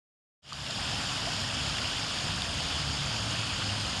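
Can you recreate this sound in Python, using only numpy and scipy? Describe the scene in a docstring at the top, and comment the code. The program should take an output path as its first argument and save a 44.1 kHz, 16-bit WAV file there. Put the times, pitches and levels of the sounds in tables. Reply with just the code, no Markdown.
"""A shallow river rushing past a stone bridge fades in, heard in mono from the bank.
From the start, far traffic rumbles under a smooth wash of water, fizzing with tiny bubbles and spray.
Near bubbles plop and small splashes slap, most in the first two seconds, a few later on.
In the second half the traffic grows a little and its engines hum louder.
All along, an echo in the microphone's casing adds a hollow tone that shifts as it turns."""
import sys
import numpy as np
from scipy import signal
from scipy.fft import rfft, irfft
from scipy.io import wavfile
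from scipy.ndimage import uniform_filter1d, map_coordinates

SR = 44100
rng = np.random.default_rng(int(sys.argv[2]) if len(sys.argv) > 2 else 0)


def dump_mix(stems):
    """Bounce the given channels to the path in sys.argv[1] as a 16-bit WAV at rate SR."""
    frames = np.atleast_2d(stems).T  # one column per channel
    limited = np.clip(frames, -1, 1)  # hard clip at full scale
    pcm = np.round(limited * 32767).astype(np.int16)
    wavfile.write(sys.argv[1], SR, pcm)


N = 176400  # 4 seconds

# tone of the far traffic (frequency [Hz], relative level [dB])
TRAFFIC_TONE = [(15, -40), (27, -26), (54, -6), (85, -4), (104, -.5), (122, -3), (150, -4.5), (215, -10.5),
                (280, -11.5), (350, -23.5), (600, -50), (1500, -90)]
# how the traffic rises and falls (time [s], gain [dB])
TRAFFIC_GAIN = [(.5, -2.5), (1.0, -0.5), (1.5, -1), (2.12, -1.5), (2.35, 1.5), (2.62, 1), (2.9, -0.3),
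                (3.5, 0), (3.7, 0), (4, .5)]
# engine hums (start [s], length [s], firing rate [Hz], level [dB], level of the octave above [dB])
ENGINE_HUMS = [(.25, 0.57, 70, -41, -35), (1.3, 0.31, 100, -36, -54), (1.5, 0.32, 73, -39, -38),
               (2.65, 0.54, 70.3, -37, -35), (3.0, 0.52, 109, -34, -52), (3.53, 0.41, 103, -31.5, -50)]
# tone of the wash and the spray (frequency [Hz], relative level [dB])
WATER_TONE = [(60, -8), (250, -3.5), (420, -7), (700, -3), (1050, -5), (1550, -2), (2400, -5), (3150, 0.5),
              (4000, -0.5), (4950, -1.5), (5950, -8), (7100, -10.5), (8000, -13), (9100, -17), (10000, -22),
              (11400, -25)]
# strength of the small bubbles (pitch [Hz], relative level [dB])
FIZZ_TONE = [(500, -7.5), (750, -9), (1100, -6), (1700, 2.5), (3100, 3), (5000, 0.5), (7000, -0.5),
             (10000, -21.5)]
# strength of the river's rush as the microphone turns (time [s], gain [dB])
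RUSH_GAIN = [(.9, 0.5), (1.7, 0.66), (2.3, 0), (3.1, -0.13), (4, -0.3)]
# near bubbles (time [s], pitch [Hz], level [dB], decay time [s], pitch rise per decay time [fraction])
NEAR_PLOPS = [(.5235, 1210, -16.5, 0.0026, 0.016), (.698, 640, -31.5, .009, 0.044),
              (.783, 786, -32, 0.01, 0.031), (.927, 693, -28, 0.0049, .04), (1.269, 645, -30, .02, 0.11),
              (1.439, 1800, -28, 0.0063, .03), (1.784, 1920, -27, 0.0046, 0.028),
              (1.854, 2840, -29, 0.0037, .02), (3.022, 2120, -29, 0.0046, .02),
              (3.353, 1790, -30, .005, .03), (3.693, 2790, -32, 0.0097, 0.017)]
# small slaps and bursts of spray (time [s], middle frequency [Hz], level [dB], decay time [s])
NEAR_SPLASHES = [(.5232, 2400, -23, 0.0011), (.531, 4600, -19, .0012), (.7085, 4280, -21, .002),
                 (1.269, 980, -33.5, 0.0062), (1.784, 2220, -31, 0.0048), (2.4202, 3560, -21.5, .0015),
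                 (3.621, 1360, -31, 0.0052)]
# dips that the casing's echo cuts in the tone (time [s], spacing of the dips [Hz])
CASING_DIPS = [(.5, 2028), (2.6, 1982), (3.6, 1955)]


def amp(db):
    """Turns decibels into a gain."""
    return 10 ** (np.asarray(db) / 20)


def unit(x):
    """Scales x to an average strength (rms) of 1."""
    return x / np.sqrt(np.mean(x ** 2) + 1e-20)


def at_hz(points, hz):
    """Reads a tone table, blending between rows on a log-frequency scale."""
    table_hz, db = np.transpose(points)
    return np.interp(np.log(hz + 1), np.log(table_hz), db)


def curve(points):
    """Reads a time table at every sample."""
    return np.interp(np.arange(N) / SR, *np.transpose(points))


def colour(x, tone):
    """Filters x by a tone table, then scales it to strength 1."""
    gain = amp(at_hz(tone, np.fft.rfftfreq(N, 1 / SR)))
    return unit(irfft(rfft(x) * gain, N))


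def drift(rate_hz):
    """A random wobble, mostly slower than rate_hz."""
    cut = 1 + (np.fft.rfftfreq(N, 1 / SR) / rate_hz) ** 4
    return unit(irfft(rfft(rng.standard_normal(N)) / cut, N))


def clicks(per_s, spread_db):
    """Random clicks, many small and a few large."""
    size = amp(spread_db * np.minimum(rng.exponential(1, N), 5.4))
    return size * rng.choice([-1, 1], N) * (rng.random(N) < per_s / SR)


def add(mix, start_s, sound):
    """Mixes a sound in at a given time."""
    part = mix[round(start_s * SR):][:len(sound)]
    part += sound[:len(part)]


def traffic(base_db=-36.5, lumps_db=0.74):
    """Far streets make a low, lumpy rumble."""
    gain = amp(base_db + curve(TRAFFIC_GAIN) + lumps_db * drift(22))
    return gain * colour(rng.standard_normal(N), TRAFFIC_TONE)


def engines(waver=0.012):
    """The low notes of far engines swell out of the rumble and sink back."""
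    out = np.zeros(N)
    for start_s, length_s, hz, db, octave_db in ENGINE_HUMS:
        t = np.arange(0, length_s, 1 / SR)
        firing_hz = hz * (1 + waver * drift(7.2)[:len(t)])
        phase = 2 * np.pi * np.cumsum(firing_hz) / SR
        hum = amp(db) * np.sin(phase) + amp(octave_db) * np.sin(2 * phase)
        add(out, start_s, np.sin(np.pi * t / length_s) * hum)
    return out


def wash(base_db=-35.5, patch_db=1, swell_db=0.4):
    """Choppy water far off blurs into a hiss that slowly swells and sinks."""
    grid = signal.stft(rng.standard_normal(N), nperseg=512, noverlap=384)[2]  # frequency by time
    # random louder and softer patches, smoothed both ways
    patches = uniform_filter1d(rng.standard_normal(grid.shape), size=8, axis=0)
    patches = unit(uniform_filter1d(patches, size=16, axis=1))
    hiss = signal.istft(grid * amp(patch_db * patches), nperseg=512, noverlap=384)[1][:N]
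    return amp(base_db - swell_db * drift(2.4)) * colour(hiss, WATER_TONE)


def bubble(hz, decay_s, rise):
    """A bubble rings and dies away, its pitch climbing as it nears the surface."""
    t = np.arange(0, np.log(1000) * decay_s, 1 / SR)  # until 60 dB down
    onset = 1 - np.exp(-2 * t * hz)
    phase = 2 * np.pi * hz * t * (1 + rise * t / decay_s / 2)
    return onset * np.exp(-t / decay_s) * np.sin(phase)


def fizz(base_db=-41, per_s=2600, sizes=48, base_cycles=5.8):
    """Countless small bubbles of many sizes each ring for a few cycles."""
    out = np.zeros(N)
    for hz in np.geomspace(520, 9500, sizes):
        decay_s = base_cycles * rng.uniform(0.32, 1.37) / hz
        ring = bubble(hz, decay_s, rise=0.038)
        ring /= np.linalg.norm(ring)  # same energy for every size
        starts = clicks(per_s / sizes, spread_db=2.5)
        out += amp(at_hz(FIZZ_TONE, hz)) * signal.oaconvolve(starts, ring)[:N]  # one ring per click
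    return amp(base_db) * unit(out)


def spray(base_db=-44.5, per_s=1300, kinds=24, decay_s=0.00025):
    """Bursting foam and falling droplets make tiny ticks of noise."""
    t = np.arange(256) / SR
    out = np.zeros(N)
    for _ in range(kinds):
        starts = clicks(per_s / kinds, spread_db=3)
        tick = unit(rng.standard_normal(len(t)) * np.exp(-t / decay_s))
        out += signal.oaconvolve(starts, tick)[:N]
    return amp(base_db) * colour(out, WATER_TONE)


def near_water(width_octaves=0.35):
    """Close to the bank, single bubbles plop and splashes make short bursts of noise."""
    out = np.zeros(N)
    for start_s, hz, db, decay_s, rise in NEAR_PLOPS:
        add(out, start_s, amp(db) * bubble(hz, decay_s, rise))
    t = np.arange(4096) / SR
    freqs = np.fft.rfftfreq(len(t), 1 / SR)
    for start_s, hz, db, decay_s in NEAR_SPLASHES:
        band = np.exp(-0.5 * (np.log2((freqs + 1) / hz) / width_octaves) ** 2)
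        noise = unit(irfft(rfft(rng.standard_normal(len(t))) * band))
        add(out, start_s, amp(db) * np.exp(-t / decay_s) * noise)
    return out


def scene():
    """River and traffic, the same in both channels."""
    rush = amp(curve(RUSH_GAIN)) * (wash() + fizz() + spray())
    mono = rush + near_water() + traffic() + engines()
    return np.array([mono, mono])


def record(dry, echo_gain=0.34, fade_start_s=0.42, fade_s=0.61, cutoff_hz=11550):
    """Adds the casing's short, upside-down echo, fades in and cuts the highest treble."""
    n = np.arange(N)
    delay_samples = SR / curve(CASING_DIPS)
    echo = np.array([map_coordinates(x, [n - delay_samples], order=3) for x in dry])
    hollow = dry - echo_gain * echo
    fade = np.sin(np.pi / 2 * np.clip((n / SR - fade_start_s) / fade_s, 0, 1))
    low_pass = signal.firwin(511, cutoff_hz, window=("kaiser", 9), fs=SR)
    return signal.oaconvolve(hollow * fade, low_pass[None], "same")


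dry = scene()
out = record(dry)
dump_mix(out)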